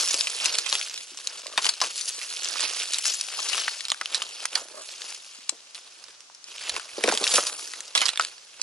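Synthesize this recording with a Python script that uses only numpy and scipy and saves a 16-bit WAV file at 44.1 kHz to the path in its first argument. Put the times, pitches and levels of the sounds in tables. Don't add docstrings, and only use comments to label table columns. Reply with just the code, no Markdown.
import sys
import numpy as np
from scipy import signal
from scipy.fft import rfft, irfft
from scipy.io import wavfile
from scipy.ndimage import uniform_filter1d

SR = 44100
rng = np.random.default_rng(int(sys.argv[2]) if len(sys.argv) > 2 else 0)


def nominal_scale(level):
    x = np.asarray(level, float) / 20
    return 10 ** x


def wav_record(signal):
    frames = np.transpose(np.atleast_2d(signal))
    bounded = np.clip(frames, -1, 1)
    quanta = np.round(bounded * 32767).astype(np.int16)
    wavfile.write(sys.argv[1], SR, quanta)


N = 380141


def evened(x):
    return x / np.sqrt(np.mean(x ** 2) + 1e-20)


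def read(points, hz):
    f, value = np.transpose(points)
    return np.interp(np.log(hz + 1), np.log(f + 1), value)


def add(mix, s, sound):
    part = mix[:, round(s * SR):][:, :sound.shape[1]]
    part += sound[:, :part.shape[1]]


def sided(sound, pan_db):
    return sound * nominal_scale(np.array([[.5], [-.5]]) * pan_db)


def below(hz, knee_hz=1700):
    return 1 / (1 + (hz / knee_hz) ** 4)


def causal(gain_db):
    log_gain = np.log(nominal_scale(np.r_[gain_db, gain_db[-2:0:-1]]))
    return np.fft.ifft(np.exp(np.conj(signal.hilbert(log_gain)))).real


# loudest moment in seconds, seconds to rise 10 dB,
# seconds to fall 10 dB (both at least 5 ms, then stretched by lingers), level in dB, weight below 1.7 kHz in dB.
SWEEPS = [(0.0, .05, 0.07, -27.5, -7.5), (0.13, 0.7, 0.4, -28.5, -9), (0.447, 0.08, 0.25, -26.5, -6),
          (0.69, 0, 0.22, -28, -9.5), (1.18, 0, 1.5, -43, -6.5), (1.4, 0.2, 0, -40.5, -1),
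          (1.669, 0.07, 0.06, -29.5, -6), (1.84, 0, 0.0356, -26.5, -1), (1.99, 0.1, 0.03, -33, -14.5),
          (2.094, 0.03, -0.05, -29.5, -23), (2.2, 0.66, 0.5, -42, -4.5), (2.64, 0.25, 0.17, -26, -8),
          (2.761, -0.01, 0.15, -30, -7), (2.948, 0.08, 0.06, -30, -9.5), (3.067, 0.035, 0.08, -25, -13.5),
          (3.39, 0.19, 0.17, -33.5, -8.5), (3.569, 0.25, 0.22, -27.5, -9), (3.899, -0.1, -0.06, -33.5, 2.5),
          (4.16, 0.11, 0.13, -34.5, -3), (4.442, 0.09, -0.01, -33.5, -5.5), (4.541, 0.5, 0.14, -44.5, -5),
          (4.578, 0.05, 0.04, -32, 0), (4.74, 0.16, 0.26, -51.5, 6), (4.87, 0.14, 0.16, -43.5, -12.5),
          (5.0, 0, 0.11, -44, -8.5), (5.106, 0.16, 0.12, -38.5, -6.5), (5.29, 0.05, 0.3, -44, -11),
          (5.76, -0.25, 0.1, -44, -11), (6.1, 0.67, 0.14, -50.5, -2), (6.489, 0.02, 1.5, -41.5, -8),
          (6.7, 0.1058, -0.1, -32.5, -6), (6.78, 0.1023, -0.01, -32, 0.5), (7.093, 0.12, 0.5, -32, 1.5),
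          (7.18, 0.0748, -0.25, -41.5, 10), (7.26, 0.0328, 0.01, -30.5, -4.5),
          (7.359, 0.04, 0.04, -19.5, -3.5), (7.469, -0.05, 0.0154, -26, -24), (7.68, 0.05, 0, -42, -11.5),
          (7.965, -0.0474, 0.09, -25.5, -1.5), (8.09, 0.02, -0.02, -38, -8.5),
          (8.21, -0.03, 0.08, -33, -5.5), (8.62, 0.06, -1, -44.5, 0)]


def stirring_db(t, peaks_db, lingers=1):
    at, rise, fall = np.transpose(SWEEPS)[:3, :, None]
    before = (at - t) / np.maximum(rise, .005)
    after = (t - at) / np.maximum(fall, .005)
    away = np.where(t < at, before, after)
    each_db = peaks_db[:, None] - 10 * away / lingers
    return 10 * np.log10(nominal_scale(2 * each_db).sum(0))


def crackle(per_s, spread_db, clump_db, width, longest_s, count=40):
    clumps = nominal_scale(clump_db * evened(uniform_filter1d(rng.standard_normal(N), 500)))
    strength = nominal_scale(spread_db * np.minimum(rng.exponential(1, N), 4))
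    breaks = strength * (rng.random(N) < per_s * clumps / SR)
    kind = rng.integers(0, count, N)
    t, hz = np.arange(1024) / SR, np.fft.rfftfreq(1024, 1 / SR)
    out = np.zeros((2, N))
    for k in range(count):
        centre_hz = 450 * 24 ** rng.random()
        t60 = longest_s * rng.uniform(0.5, 1)
        pan_db = 3 * rng.standard_normal()
        hump = 0.37 + np.exp(-(np.log((hz + 1) / centre_hz) / width) ** 2)
        coloured = irfft(rfft(rng.standard_normal(1024)) * hump)
        burst = evened(coloured * nominal_scale(-60 * t / t60))
        out += sided(signal.oaconvolve(breaks * (kind == k), burst)[:N], pan_db)
    return evened(out)


# frequency in Hz, relative level in dB per Hz.
LEAF = [(24, -67), (40, -13), (191, -49), (427, -6.5), (610, -15), (870, -14), (1430, -7), (1950, -9),
        (2650, 2), (3600, 2.5), (5500, 4), (9290, -2), (10500, 2.5), (11500, -6.5), (15000, -37),
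        (22000, -120)]
# time in seconds, left over right in dB, sheen above 5.5 kHz in dB.
PLACE = [(0.0, 0.5, 4), (0.4, -2, -5), (1.08, -0.5, -2), (1.66, 1, -2.5), (1.9, 0.5, -2), (2.1, 1.5, 4.5),
         (2.6, -5.5, -7.5), (3.08, 2.5, 1.5), (3.6, 3, -4.5), (4.44, 0, -4.5), (4.78, -2.5, 2.5),
         (5.05, 1, -0.5), (5.35, 1.1, -4), (5.7, 0, -4), (6.7, -0.84, -6.5), (7.2, -2, 1.5),
         (7.6, 0.5, 4.5), (8.0, -1, -6), (8.62, -2.1, -3.5)]
WEIGHT_LINGERS, SHEEN_LINGERS = 0.92, 1.053
USUAL_WEIGHT_DB = -14.5


def rustle(hiss_db=-7, crackle_db=-2, tick_db=-9, patchy_db=1.6, flicker_db=1.1):
    leaves = nominal_scale(crackle_db) * crackle(1200, spread_db=2.5, clump_db=2, width=0.24, longest_s=0.022)
    leaves += nominal_scale(tick_db) * crackle(80, spread_db=2.5, clump_db=2, width=0.8, longest_s=0.005, count=20)
    leaves += nominal_scale(hiss_db) * rng.standard_normal(N)
    hz, t, z = signal.stft(leaves, SR, nperseg=256, noverlap=192)

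    grain = rng.standard_normal((len(t), len(hz)))
    patches = evened(uniform_filter1d(uniform_filter1d(grain, 14, 0), 8, 1)).T
    flicker = evened(uniform_filter1d(rng.standard_normal(len(t)), 8))

    *_, peaks_db, weights_db = np.transpose(SWEEPS)
    s, *columns = np.transpose(PLACE)
    pan_db, sheen_db = (np.interp(t, s, c) for c in columns)
    level_db = stirring_db(t, peaks_db)
    low_db = stirring_db(t, peaks_db + weights_db, WEIGHT_LINGERS) - USUAL_WEIGHT_DB
    high_db = stirring_db(t, peaks_db, SHEEN_LINGERS) + sheen_db

    colour_db = read(LEAF, hz)
    colour_db = colour_db - 10 * np.log10(np.mean(nominal_scale(2 * colour_db[12:64])) * 52 / len(hz))
    field_db = colour_db[:, None] + level_db
    field_db += below(hz)[:, None] * (low_db - level_db)
    field_db += (1 - below(hz, knee_hz=5500))[:, None] * (high_db - level_db)
    field_db += patchy_db * patches + flicker_db * flicker
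    z *= nominal_scale(field_db + np.array([.5, -.5])[:, None, None] * pan_db)
    return signal.istft(z, SR, nperseg=256, noverlap=192)[1][:, :N]


# frequency in Hz, relative level in dB per Hz.
STILL = [(15, -59), (25, -29), (456, -9), (1060, -5), (1950, -7), (5970, 0), (11000, -15), (14300, -45),
         (22000, -120)]


def still():
    hz = np.fft.rfftfreq(N, 1 / SR)
    noise = rng.standard_normal(N) + 3.0 * rng.standard_normal((2, N))
    wash = irfft(rfft(noise) * nominal_scale(read(STILL, hz)), N)
    return nominal_scale(-52.5) * evened(wash)


def rumble():
    t = np.arange(0, N, 256) / SR
    *_, peaks_db, weights_db = np.transpose(SWEEPS)
    low_db = stirring_db(t, peaks_db + weights_db, WEIGHT_LINGERS)
    shake_db = np.interp(np.arange(N) / SR, t, low_db)
    lumps_db = 5 * evened(uniform_filter1d(rng.standard_normal(N), 2000))
    noise = rng.standard_normal(N) + 0.35 * rng.standard_normal((2, N))
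    band = signal.butter(2, [45, 137], "band", fs=SR, output="sos")
    low = evened(signal.sosfilt(band, noise))
    return low * nominal_scale(-55.5 + 0.64 * shake_db + lumps_db)


# start in seconds, peak of the 3 ms rms in dB,
# brightest frequency in Hz, tail's 60 dB decay in seconds (held to 0.006-0.2), left over right in dB.
SNAPS = [(0.0752, -22, 5640, 0.088, -6), (0.109, -18, 5580, 0.07, -5), (0.1422, -13, 5150, 0.037, 3),
         (0.2091, -9.5, 4200, 0.013, 7), (0.2714, -15.5, 2800, 0.053, -1), (0.302, -25.5, 8500, 0.04, -2),
         (0.365, -26, 8600, 0.015, 1), (0.444, -21, 9600, 0.03, 4.5), (0.4575, -9.5, 5760, 0.021, 8),
         (0.552, -19, 3430, 0.02, -3), (0.5854, -11, 5600, 0.017, 1), (0.6627, -22, 2980, 0.095, -13),
         (0.727, -11, 3420, 0.0077, 3), (0.7529, -13.5, 3300, 0.015, 1), (0.813, -21.5, 3220, 0.052, 6),
         (0.9767, -25.5, 4440, 0.027, 1), (1.1735, -28, 5830, 0.052, -1), (1.2722, -15, 4930, 0.024, -1),
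         (1.4678, -25.5, 4300, 0.053, -5), (1.5767, -11, 2500, 0.072, 3.5), (1.635, -31, 3400, 0.02, 0),
         (1.645, -16.5, 3600, 0.03, 5), (1.6545, -13.5, 6540, 0.033, -1), (1.666, -16, 2900, 0.029, 13),
         (1.69, -10, 4700, 0.047, 3), (1.738, -27, 4550, 0.053, 4), (1.8035, -21, 3300, 0.042, 2),
         (1.8149, -10.5, 5500, 0.074, 2), (1.9785, -23.5, 6000, 0.16, 4), (2.0107, -23.5, 5300, 0.13, 7),
         (2.2146, -29.5, 2550, 0.17, -11), (2.4328, -24, 7060, 0.008, 2), (2.4455, -25, 6100, 0.041, 19),
         (2.4868, -25, 6160, 0.03, 13), (2.6062, -18, 7500, 0.0092, 7), (2.638, -21, 4150, 0.039, -9),
         (2.8, -22.5, 3000, 0.01, -2), (2.833, -23, 7140, 0.026, -3), (2.935, -15, 5800, 0.023, 1),
         (2.9438, -17, 4960, 0.011, 2), (2.985, -16.5, 8800, 0.034, 2.5), (3.0545, -15.5, 5360, 0.073, 3),
         (3.211, -15.5, 5850, 0.016, 0), (3.372, -32, 5000, 0.02, -14), (3.491, -24.5, 4870, 0.2, 10.5),
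         (3.531, -25, 3000, 0.055, 17), (3.683, -21.5, 2300, 0.014, -3.5), (3.8068, -23, 4470, 0.025, 4),
         (3.8526, -21.5, 4140, 0.021, -2), (3.8839, -23.5, 4600, 0.026, -0.5),
         (3.902, -15, 4640, 0.012, -3), (3.918, -10.5, 3300, 0.0086, -1), (3.9448, -28, 1580, 0.015, 0),
         (4.013, -19, 2200, 0.011, -1), (4.058, -18.5, 2980, 0.0069, -2.5),
         (4.126, -28.5, 3600, 0.0073, -2.5), (4.1394, -27, 2370, 0.011, -1),
         (4.1458, -12.5, 4400, 0.085, -4.5), (4.2197, -19, 2650, 0.016, 4),
         (4.2236, -23.5, 5900, 0.026, -5.5), (4.455, -13.5, 5800, 0.0084, 0),
         (4.5535, -19, 4540, 0.029, -11), (4.5549, -11, 4560, 0.041, -4), (4.889, -34.5, 3500, 0.027, -9),
         (5.019, -26.5, 4170, 0.012, 4), (5.105, -33, 6460, 0.019, 7), (5.492, -25.5, 3030, 0.007, 3),
         (5.4938, -10.5, 6600, 0.013, 4.5), (5.747, -32.5, 4440, 0.027, 5),
         (5.7519, -31.5, 4100, 0.047, -6), (6.04, -36.5, 5100, 0.025, -9.5), (6.083, -41, 4000, 0.023, -8),
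         (6.2058, -38.5, 5700, 0.028, -6.5), (6.348, -38, 5940, 0.05, -0.5), (6.4419, -33, 5130, 0.022, 1),
         (6.6947, -17.5, 3840, 0.04, -2), (6.7641, -20.5, 2500, 0.045, 0), (6.797, -27.5, 1520, 0.035, 8),
         (7.0384, -10, 2170, 0.024, 2), (7.076, -20.5, 1900, 0.049, 12.5), (7.0882, -10.5, 1700, 0.05, -4),
         (7.114, -21, 1500, 0.03, 2), (7.1219, -20.5, 4240, 0.085, -2), (7.1404, -21, 6440, 0.031, 5),
         (7.159, -34, 2800, 0.015, 0), (7.1746, -14, 4300, 0.031, -3), (7.2318, -24, 3660, 0.017, -1),
         (7.2406, -11, 4000, 0.027, 0), (7.268, -15.5, 2300, 0.024, 2), (7.2765, -12.5, 4930, 0.034, 7),
         (7.319, -18.5, 3870, 0.046, 0), (7.339, -13, 6340, 0.11, 3), (7.4677, -23, 4620, 0.13, 1),
         (7.567, -34, 8000, 0.02, 0), (7.6753, -36.5, 6670, 0.011, -14), (7.736, -27, 2070, 0.037, 3),
         (7.8057, -25, 6740, 0.017, 0), (7.878, -38, 5640, 0.043, 3), (7.9514, -10, 3600, 0.11, -5),
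         (7.9763, -10.5, 3300, 0.047, -5), (8.0071, -17.5, 3640, 0.088, -5),
         (8.0161, -11.5, 2440, 0.094, -5.5), (8.0556, -13.5, 5200, 0.076, -7),
         (8.0624, -17, 3330, 0.052, -10), (8.0836, -20.5, 3200, 0.028, -16),
         (8.09, -12.5, 3180, 0.049, -5.5), (8.1338, -28, 2860, 0.032, -3), (8.1578, -26, 3170, 0.021, -4.5),
         (8.1743, -17.5, 2970, 0.019, -2), (8.1965, -17, 5500, 0.021, 3), (8.2097, -19.5, 4240, 0.019, -1),
         (8.2228, -27.5, 4520, 0.02, -2), (8.2492, -19.5, 4370, 0.01, 0.0), (8.3811, -38, 5080, 0.03, -1),
         (8.6154, -16, 5650, 0.15, -4)]
# frequency in Hz, gain in dB.
TWIG = [(200, -32), (600, -10), (1500, 2), (3500, 7), (7000, 4), (11000, -2)]
SIZE_SHIFT = .35


def snap(peak_db, bright_hz, t60, pan_db):
    t, hz = np.arange(4096) / SR, np.fft.rfftfreq(2048, 1 / SR)
    ragged_db = 3 * evened(uniform_filter1d(rng.standard_normal(4096), 40))
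    tail = nominal_scale(ragged_db - 60 * t / np.clip(t60, .006, .2))
    crack = 3.7 * nominal_scale(-60 * t / 0.0035)
    onset = np.minimum(t / 0.00053, 1)
    burst = rng.standard_normal(4096) * (crack + tail) * onset
    burst[12] += 15
    colour_db = read(TWIG, hz * (4200 / bright_hz) ** SIZE_SHIFT)
    colour_db += 8 * np.exp(-(np.log((hz + 1) / bright_hz) / 0.3) ** 2)
    colour_db += 3 * evened(uniform_filter1d(rng.standard_normal(len(hz)), 14))
    sound = signal.fftconvolve(burst, causal(colour_db)[:512])
    loudest = np.sqrt(uniform_filter1d(sound ** 2, 130).max())
    return sided(nominal_scale(peak_db) * sound / loudest, pan_db)


def grove(x):
    t = np.arange(8192) / SR
    echoes = rng.standard_normal((2, 8192)) * (rng.random((2, 8192)) < .1)
    tail = echoes * nominal_scale(-60 * t / 0.12) * (t > .003)
    tail += 0.092 * tail.sum(0)
    return signal.oaconvolve(x, tail / np.linalg.norm(tail[0]), axes=1)[:, :N]


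# start in seconds, level in dB (the peak lies 3 dB above),
# pitch in Hz, 60 dB decay of the tearing in seconds (held to 0.005-0.15).
KNOCKS = [(0.141, -31.5, 546, 0.053), (0.727, -20, 1150, 0.068), (1.116, -53.5, 327, 0.17),
          (1.58, -14.5, 1050, 0.069), (1.655, -21.5, 1020, 0.13), (1.8159, -16, 1110, 0.11),
          (2.558, -27, 1220, 0.041), (2.633, -27.5, 880, 0.014), (3.391, -24.5, 1150, 0.059),
          (3.6804, -11.5, 1850, 0.027), (3.919, -21.5, 1210, 0.04), (4.0125, -19.5, 1290, 0.05),
          (4.2194, -27, 1180, 0.052), (4.453, -24, 1370, 0.014), (4.557, -22, 1650, 0.079),
          (4.557, -29, 960, 0.15), (4.615, -39, 624, 0.09), (4.655, -44.5, 620, 0.03),
          (4.71, -48, 450, 0.06), (4.743, -40, 624, 0.086), (4.89, -46.5, 704, 0.02),
          (4.925, -50, 520, 0.082), (5.042, -42, 620, 0.051), (5.1223, -41.5, 900, 0.011),
          (5.384, -55, 274, 0.012), (5.4938, -30, 880, 0.013), (5.524, -41, 480, 0.099),
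          (6.299, -41.5, 1110, 0.028), (6.765, -23.5, 1150, 0.023), (6.981, -25.5, 430, 0.097),
          (7.042, -15, 486, 0.064), (7.056, -23, 467, 0.085), (7.074, -27, 386, 0.042),
          (7.081, -11.5, 506, 0.038), (7.097, -18.5, 520, 0.026), (7.124, -16.5, 820, 0.053),
          (7.135, -23.5, 480, 0.1), (7.21, -28.5, 420, 0.15), (7.224, -26.5, 726, 0.027),
          (7.337, -26, 510, 0.15), (7.3814, -10.5, 1310, 0.055), (7.384, -17.5, 565, 0.054),
          (7.737, -29.5, 1350, 0.023), (7.955, -21, 1160, 0.17), (8.019, -21.5, 1170, 0.14),
          (8.134, -33.5, 1010, 0.016), (8.197, -8, 1430, 0.062), (8.597, -38, 950, 0.019)]
# ratio to the pitch, level in dB.
STEM = [(1, 0), (1.35, -10), (1.9, -12)]
RING_CYCLES = 9


def knock(peak_db, hz, t60):
    t = np.arange(4096) / SR
    ring = np.zeros(4096)
    for ratio, db in STEM:
        partial_hz = hz * ratio
        ring += nominal_scale(db - 60 * t * partial_hz / RING_CYCLES) * np.sin(2 * np.pi * partial_hz * t)
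    tears = rng.standard_normal(4096) * nominal_scale(-60 * t / np.clip(t60, .005, .15))
    tears[0] += 15
    thin = signal.butter(2, 0.6 * hz, "high", fs=SR, output="sos")
    sound = signal.sosfilt(thin, signal.fftconvolve(ring, tears))
    return sided(nominal_scale(peak_db) * np.sqrt(2) * sound / abs(sound).max(), 0)


# start in seconds, end in seconds, slips per second, rms level in dB.
CREAKS = [(1.434, 1.56, 50, -50), (4.75, 4.815, 130, -49)]
# frequency in Hz, width in Hz, level in dB.
CREAK_MODES = [(430, 110, -10), (620, 90, 0), (1150, 120, 0), (1600, 180, -7)]


def creak(start, end, per_s, db):
    t = np.arange(2048) / SR
    body = np.zeros(2048)
    for mode_hz, width_hz, mode_db in CREAK_MODES:
        body += nominal_scale(mode_db) * np.exp(-np.pi * width_hz * t) * np.sin(2 * np.pi * mode_hz * t)
    slim = signal.butter(3, 380, "high", fs=SR, output="sos")
    body = signal.sosfilt(slim, body)
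    chance = rng.standard_normal((40, 2))
    at = (np.arange(40) + 0.15 * abs(chance[:, 0])) / per_s
    inside = (at >= 0) & (at < end - start)
    slips = np.zeros(round((end - start) * SR) + 1)
    slips[(at[inside] * SR).astype(int)] = nominal_scale(2 * chance[inside, 1])
    scrapes = signal.fftconvolve(slips, nominal_scale(-60 * t / .02))
    scrapes *= rng.standard_normal(len(scrapes))
    return sided(nominal_scale(db) * evened(signal.fftconvolve(scrapes, body)), 0)


def scene():
    wood = np.zeros((2, N))
    for s, *row in SNAPS:
        add(wood, s, snap(*row))
    for s, *row in KNOCKS:
        add(wood, s, knock(*row))
    for row in CREAKS:
        add(wood, row[0], creak(*row))
    return wood + nominal_scale(-18.5) * grove(wood) + rustle()


# frequency in Hz, left-right likeness (1 = identical phase).
SAME = [(60, .97), (350, .98), (1000, .8), (4000, .84), (11000, .5)]
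# frequency in Hz, radians by which the left leads.
LEAD = [(60, .4), (250, .45), (690, .9), (1400, .95), (2600, .75), (4300, .6), (11900, .5)]


def ports(x):
    hz, t, z = signal.stft(x, SR, nperseg=512)
    drift = rng.standard_normal((len(t), len(hz)))
    wander = evened(uniform_filter1d(uniform_filter1d(drift, 12, 0), 30, 1)).T
    spread = np.sqrt(-2 * np.log(np.clip(read(SAME, hz), .05, .99)))
    lead = read(LEAD, hz)[:, None] + spread[:, None] * wander
    z *= np.exp(.5j * np.array([lead, -lead]))
    return signal.istft(z, SR, nperseg=512)[1][:, :N]


def roll_off(x):
    return signal.sosfilt(signal.butter(12, 12340, fs=SR, output="sos"), x)


def record(dry):
    ceiling = .65
    heard = ceiling * np.tanh(ports(dry) / ceiling)
    bass_cut = signal.butter(6, 192, "high", fs=SR, output="sos")
    heard = signal.sosfilt(bass_cut, heard) + rumble() + still()
    edge = signal.firwin(255, 11186, window=("kaiser", 3), fs=SR)  # low-pass, Hz
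    mix = signal.oaconvolve(heard, edge[None], "same")
    return roll_off(mix)


dry = scene()
out = record(dry)
wav_record(out)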